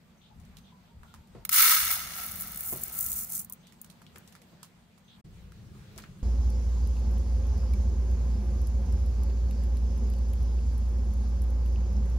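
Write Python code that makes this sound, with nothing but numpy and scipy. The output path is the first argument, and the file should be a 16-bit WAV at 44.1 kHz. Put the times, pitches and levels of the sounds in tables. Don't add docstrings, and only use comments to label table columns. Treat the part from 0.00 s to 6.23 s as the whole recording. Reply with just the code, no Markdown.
import sys
import numpy as np
from scipy import signal
from scipy.fft import rfft, irfft, next_fast_len
from scipy.io import wavfile
from scipy.ndimage import uniform_filter1d

SR = 44100
rng = np.random.default_rng(int(sys.argv[2]) if len(sys.argv) > 2 else 0)


def log_audio(samples):
    frames = np.atleast_2d(samples).T
    limited = np.clip(frames, -1, 1)
    pcm = np.round(limited * 32767).astype(np.int16)
    wavfile.write(sys.argv[1], SR, pcm)


N = 274698

# (time [s], level on bare metal [dB], level on the heap [dB])
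POUR = [(1.505, -44, -38.5), (1.53, -25.5, -24), (1.59, -19, -20.5), (1.726, -20.5, -22),
        (1.785, -25.5, -27), (1.88, -28, -31), (1.925, -29.5, -26.5), (2.004, -36, -38.5),
        (2.095, -40, -57), (2.17, -39, -35.5), (2.33, -44, -38), (2.53, -47, -41.5), (2.7, -50, -32.5),
        (2.8, -49.5, -38), (2.92, -49, -38.5), (3.0, -50, -31.5), (3.206, -51, -33), (3.27, -59.5, -42.5),
        (3.33, -52.5, -32.5), (3.4, -58, -34.5), (3.46, -79, -62)]


def undb(db):
    return 10 ** (np.asarray(db) / 20)


def unit(x):
    return x / np.sqrt(np.mean(x ** 2))


def curve(table):
    s, *columns = np.transpose(table)
    return [np.interp(np.arange(N) / SR, s, c) for c in columns]


def colour(x, points):
    hz, db = np.transpose(points)
    size = next_fast_len(x.shape[-1])
    f = np.maximum(np.arange(size // 2 + 1) * SR / size, 1)
    gain = undb(np.interp(np.log(f), np.log(hz), db))
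    return irfft(rfft(x, size) * gain, size)[..., :x.shape[-1]]


def band(x, hz, width):
    centre = min(hz, .45 * SR)
    return signal.lfilter(*signal.iirpeak(centre, hz / width, fs=SR), x)


def ring(x, modes):
    return sum((-1) ** k * undb(db) * band(x, hz, width) for k, (hz, width, db) in enumerate(modes))


def split(x, hz):
    return [signal.sosfilt(signal.butter(4, hz, kind, fs=SR, output="sos"), x) for kind in ("low", "high")]


def pair(size, alike):
    mid, side = rng.standard_normal((2, size))
    opposite = np.array([[1], [-1]])
    return np.sqrt((1 + alike) / 2) * mid + np.sqrt((1 - alike) / 2) * side * opposite


def panned(pan_db):
    return undb(np.array([pan_db, -pan_db]) / 2)


def add(out, s, x):
    i = int(s * SR)
    out[:, i:i + x.shape[1]] += x[:, :N - i]


def walk(rate):
    k = int(SR / rate)
    held = np.repeat(rng.standard_normal(N // k + 1), k)
    return 1.14 * uniform_filter1d(uniform_filter1d(held, k), k)[:N]


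def span(start, end, fade_s):
    t = np.arange(N) / SR
    return uniform_filter1d(1. * ((t >= start) & (t <= end)), int(fade_s * SR))


def shower(per_s, spread_db):
    when, size = rng.random((N, 2)).T
    return (when < per_s / SR) * undb(-spread_db * np.log(1 - size))


def rattle(hits, decay_s):
    pole = np.exp(-1 / (decay_s * SR))
    softened = signal.lfilter([1 - pole], [1, -pole * 0.3], hits)
    return signal.lfilter([1], [1, -pole], softened) * pair(N, 0.025)


def background(start, end, calm_db, low, air):
    # (time [s], level [dB], time from centre to 1/e of the power [s])
    deep_swells = [(0.406, -52.5, 0.043), (0.553, -56, 0.052), (1.005, -50, 0.037), (1.184, -55, 0.034),
                   (1.403, -57.5, 0.068), (1.873, -53.5, 0.097), (2.063, -60, 0.061), (2.446, -54.5, 0.18),
                   (2.747, -56, 0.1), (3.105, -53.5, 0.12), (3.58, -70, 0.08), (5.433, -50.5, 0.09),
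                   (5.723, -53.5, 0.08), (6.08, -58, 0.08)]
    # (time [s], murmur level [dB], rumble level [dB])
    air_levels = [(0, -67, -61), (.5, -63.5, -57.5), (.95, -65.5, -59.5), (1.4, -64, -57.5),
                  (2.2, -58.5, -56), (3.2, -59.5, -57.5), (3.6, -63, -57.5), (4.4, -62.5, -59),
                  (5.0, -66.5, -62.5), (5.25, -63, -53), (5.7, -62, -52), (6, -59, -53.5),
                  (6.23, -62.5, -49.5)]
    t = np.arange(N) / SR
    swell_power = sum(undb(db) ** 2 * np.exp(-((t - s) / half) ** 2) for s, db, half in deep_swells)
    swells = np.sqrt(undb(calm_db) ** 2 + swell_power)
    murmur_db, rumble_db = curve(air_levels)
    deep, rumble = split(colour(pair(N, 0.89), low), 95)
    deep = unit(deep) * swells * undb(walk(5.1)) * panned(2.7)[:, None]
    rumble = unit(rumble) * undb(rumble_db + 1.6 * walk(9))
    flicker_db = 2.5
    centres_hz = 250 * 2 ** (np.arange(25) / 4)
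    murmur = sum(band(pair(N, min(250 / hz, .7)), hz, hz / 6) * undb(flicker_db * walk(22)) for hz in centres_hz)
    murmur = unit(colour(murmur, air)) * undb(murmur_db + walk(9.9))
    return (deep + rumble + murmur) * span(start, end, 0.0074)


def faint_ticks():
    ticks_per_s, level_db = 10, -61
    return undb(level_db) * split(rattle(shower(ticks_per_s, 3), .004), 4500)[1]


def far_note(length, hz, width, db):
    t = np.linspace(0, 1, int(length * SR))
    noise = band(band(pair(len(t), 0.2), hz, width), hz, width)
    return undb(db) * unit(noise) * np.sqrt(np.sin(np.pi * t ** 0.57))


def calls():
    # (time [s], level [dB])
    bird = [(0.172, -64), (0.6, -65), (1.036, -68.5), (3.59, -65.5), (5.04, -60.5)]
    # (time [s], length [s], frequency [Hz], level [dB])
    hoots = [(0.299, 0.043, 846, -61.5), (0.714, 0.093, 1000, -63.5), (1.051, 0.12, 1410, -66),
             (0.878, 0.14, 923, -71), (1.175, 0.12, 910, -69), (1.398, 0.056, 900, -65),
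             (3.491, 0.046, 1015, -61)]
    whistle_s, whistle_hz, whistle_width_hz, whistle_db = 0.075, 6200, 90, -12
    hoarse_s, hoarse_hz, hoarse_width_hz, hoarse_late_s = 0.1, 3470, 1000, 0.038
    out = np.zeros((2, N))
    for s, db in bird:
        add(out, s, far_note(whistle_s, whistle_hz, whistle_width_hz, db + whistle_db))
        add(out, s + hoarse_late_s, far_note(hoarse_s, hoarse_hz, hoarse_width_hz, db))
    for s, length, hz, db in hoots:
        add(out, s, far_note(length, hz, 81, db))
    return out


def knocks():
    # (time [s], level [dB], decay time constant [s])
    pushes = [(1.347, -43, 0.034), (2.722, -35.5, 0.034), (4.154, -49, 0.015), (4.524, -55, 0.038),
              (5.961, -49.5, 0.041)]
    # (frequency [Hz], width [Hz], level [dB])
    table_modes = [(130.3, 44, 6), (231, 32, 4.5), (345.4, 60, 2), (473, 170, -2.5), (667, 24, 5),
                   (883, 100, -11), (1077, 120, -8.5), (1390, 44, -10), (1940, 550, -21)]
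    out, t = np.zeros((2, N)), np.arange(int(.25 * SR)) / SR
    for s, db, decay_s in pushes:
        shape = np.minimum(t / 0.0033, 1) * np.exp(-t / decay_s)
        add(out, s, undb(db) * unit(ring(pair(len(t), 0.7), table_modes)) * shape)
    return out


def handling():
    # (time [s], bright level [dB], dull frequency [Hz], dull level [dB], left minus right [dB])
    touches = [(0.4005, -56.5, 1010, -69, 10), (0.4506, -56, 1020, -80, -3),
               (0.5695, -47.5, 3770, -53.5, -7), (1.0325, -57, 1080, -48, -1),
               (1.1402, -46.5, 1050, -48, -2), (1.2733, -59, 953, -74, 1.5), (3.6697, -49.5, 3240, -59, 0),
               (3.723, -53, 2110, -62, -7), (3.8446, -47.5, 1350, -58, -3), (3.9, -45.5, 3480, -59, -7),
               (4.0174, -51, 1133, -55, -2), (4.0656, -62.5, 3140, -53, 2),
               (4.1584, -45.5, 1600, -45.5, 0.5), (4.276, -46, 3750, -68, 5), (4.3244, -50, 1670, -63, -1),
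               (4.3516, -47, 1390, -51.5, -1), (4.4176, -51.5, 2490, -58.5, -3),
               (4.6302, -39, 1080, -52.5, -3), (4.978, -57, 1061, -65, -6.5), (5.52, -54, 1370, -57, -1),
               (5.9604, -54, 999, -66, -5.5), (5.9783, -41.5, 4300, -66, 6), (5.984, -43, 1440, -46.5, -6),
               (6.001, -59, 2640, -55, 3), (6.021, -63, 4760, -52, 2), (6.0378, -64, 1620, -43.5, -1)]
    rustle_share, rustle_t60_s = 0.39, 0.14
    out, t = np.zeros((2, N)), np.arange(int(.2 * SR)) / SR
    for s, db, hz, dull_db, pan in touches:
        crackle = undb(3 * np.repeat(rng.standard_normal(len(t) // 100 + 1), 100)[:len(t)])
        rustle = rustle_share * undb(-60 * t / rustle_t60_s) * crackle
        shape = np.exp(-t / 0.0012) + rustle
        bright = band(split(pair(len(t), 0.078), 2340)[1], 4900, 9400)
        dull = band(band(pair(len(t), 0.32) * shape, hz, 0.79 * hz), hz, 0.79 * hz) * np.sqrt(SR / hz)
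        add(out, s, (undb(db) * bright * shape + undb(dull_db) * dull) * panned(pan)[:, None])
    return out


def bare(t):
    cover_s = 0.31
    return np.exp(-np.maximum(t - POUR[0][0], 0) / cover_s)


def on_metal(x):
    # (frequency [Hz], width [Hz], level [dB])
    plate_modes = [(1304, 77, -2.5), (2230, 150, 0), (2850, 180, -2), (3600, 270, -0.5), (4300, 56, -4),
                   (5264, 61, 0), (6465, 56, -0.5)]
    # (frequency [Hz], gain [dB])
    metal_colour = [(350, -65.5), (600, -42), (981, -11.5), (1320, -5.5), (1740, -6.5), (2170, -1.5),
                    (2520, -9.5), (3220, -10.5), (3540, -3), (3900, -5.5), (5410, -2.5), (8150, -8),
                    (9220, -2.5), (15700, -4)]
    alike_below_hz = 1570
    low, high = split(colour(x * undb(-8.0) + ring(x, plate_modes), metal_colour), alike_below_hz)
    return high + 0.54 * low + .5 * low.sum(axis=0)


def on_heap(x):
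    # (frequency [Hz], gain [dB])
    heap_colour = [(1760, -56.5), (3000, -34.5), (5970, -15), (6910, -7), (7460, -11.5), (8340, -5),
                   (9710, -5.5), (14600, 2), (15800, 1)]
    return split(colour(x, heap_colour), 8000)


def rice():
    # (time [s], level [dB], left minus right [dB])
    loud_drops = [(1.45, -19, -3.5), (1.492, -12.5, 2.5), (1.531, -15.5, -1), (2.3555, -27, 10),
                  (2.4, -21.5, 12), (2.412, -24, -1), (2.42, -20, 7), (2.4723, -25.5, 6), (2.558, -24, 10),
                  (2.573, -21, 1), (2.607, -18.5, 1), (2.656, -26, 8), (2.6934, -24, 1), (2.727, -19, 1.5),
                  (2.835, -14.5, 7.5), (2.88, -25, 6), (2.9532, -25, 10), (2.988, -16, 9),
                  (3.0076, -16.5, 10), (3.027, -20, 6), (3.041, -21, 11), (3.062, -15.5, 4),
                  (3.101, -24.5, 6), (3.169, -19.5, 4), (3.2944, -32, 1), (3.321, -22, -2),
                  (3.3932, -31, 1), (3.4024, -23.5, -3), (3.417, -29, 6), (3.4463, -28.5, -1),
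                  (3.4974, -27, 2), (3.523, -23.5, 3), (3.533, -29, 4), (3.8143, -27, 3), (3.8455, -40, -2),
                  (4.182, -36.5, 2)]
    # (frequency [Hz], width [Hz], level [dB])
    muffled_modes = [(725, 130, 0), (1342, 82, 5.5), (2050, 330, -9.5)]
    patter_bare_db, patter_covered_db = -44, -7.5
    low_ticks_db, low_ticks_bare_db = -26.5, 9
    deepen_db_per_s, deepens_s = 15, 2.31
    drop_s, drop_bare_db, drop_covered_db = 0.0028, 4.5, -32
    metal_db, heap_db = curve(POUR)
    time = np.arange(N) / SR
    patter_db = metal_db + patter_covered_db + (patter_bare_db - patter_covered_db) * bare(time)
    deeper_db = low_ticks_db + deepen_db_per_s * np.maximum(time - deepens_s, 0) + low_ticks_bare_db * bare(time)

    crowd = undb(np.clip(0.59 * (heap_db + 38.5), 0, 14))
    low, high = on_heap(rattle(shower(1000 * crowd, 3.2), .0014) / np.sqrt(crowd))
    ticks = unit(high) + unit(low) * undb(deeper_db)
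    clang = unit(on_metal(rattle(shower(3945, 1.0), 0.0015)))
    patter = unit(ring(rattle(shower(760.0, 1.54), 0.00096), muffled_modes))
    stream = clang * undb(metal_db) + ticks * undb(heap_db) + patter * undb(patter_db)
    stream = stream * span(POUR[0][0], POUR[-1][0], .01) * panned(0.25)[:, None]

    heap, metal = np.zeros((2, 2, N))
    t = np.arange(int(.04 * SR)) / SR
    for s, db, pan in loud_drops:
        shape = (t / drop_s) ** .45 * np.exp(-(t / drop_s) ** 1.5) * panned(pan)[:, None]
        metal_share_db = drop_covered_db + (drop_bare_db - drop_covered_db) * bare(s)
        add(heap, s, undb(db) * shape)
        add(metal, s, undb(db + metal_share_db) * shape)
    low, high = on_heap(heap * pair(N, 0.018))
    depth = undb(np.clip(.5 * (deeper_db + 14), -8, 0))
    return stream + high + depth * low + on_metal(metal * pair(N, 0.071))


def scene():
    # (frequency [Hz], gain [dB])
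    hut_air = [(150, -32), (250, -12), (313, -13), (708, -13.5), (1740, -19.5), (4380, -24), (5680, -28.5),
               (8460, -28.5), (9720, -36.5), (14500, -31), (15800, -39)]
    yard_air = [(150, -42.5), (250, -25.5), (385, -1.5), (681, -9), (1360, -11), (1820, -12.5), (4170, -15),
                (4790, -17.5), (8470, -21), (9720, -25), (15500, -25)]
    # (frequency [Hz], gain [dB])
    hut_low = [(12, -42), (20, -11), (59, 0.5), (125, -7), (184, 2), (204, -5), (229, -1), (249, -12.5),
               (330, -29.5), (430, -52.5), (730, -120)]
    yard_low = [(12, -39), (20, -18), (43, -1), (113, -2.5), (211, -3), (224, -15), (238, -21), (287, -16),
                (330, -18), (430, -25), (730, -120)]
    hut_end_s, yard_start_s, end_s = 5.21, 5.245, N / SR
    hut_calm_db, yard_calm_db = -71, -59.5
    room_t60_s, room_db = 0.078, -14
    ticks = faint_ticks()
    hut = background(0, hut_end_s, hut_calm_db, hut_low, hut_air)
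    hut += ticks * span(0, hut_end_s - .02, .004)
    yard = background(yard_start_s, end_s, yard_calm_db, yard_low, yard_air)
    yard += ticks * span(yard_start_s, end_s, .004)
    near = knocks() + handling() + rice()
    t = np.arange(int(.3 * SR)) / SR
    tail = rng.standard_normal((2, len(t))) * undb(-60 * t / room_t60_s) * (t > .003)
    echo = signal.fftconvolve(near, tail / np.sqrt(np.sum(tail[0] ** 2)), axes=1)[:, :N]
    return hut + yard + calls() + near + undb(room_db) * echo


def record(dry):
    # (frequency [Hz], width [Hz], level [dB])
    ports = [(9220, 103, -8.5), (10500, 220, -9), (15100, 700, -12)]
    top_hz = 15720
    dry = dry + sum(undb(db) * band(dry, hz, width) for hz, width, db in ports)
    return signal.sosfilt(signal.ellip(16, .3, 85, top_hz, fs=SR, output="sos"), dry)


dry = scene()
out = record(dry)
log_audio(out)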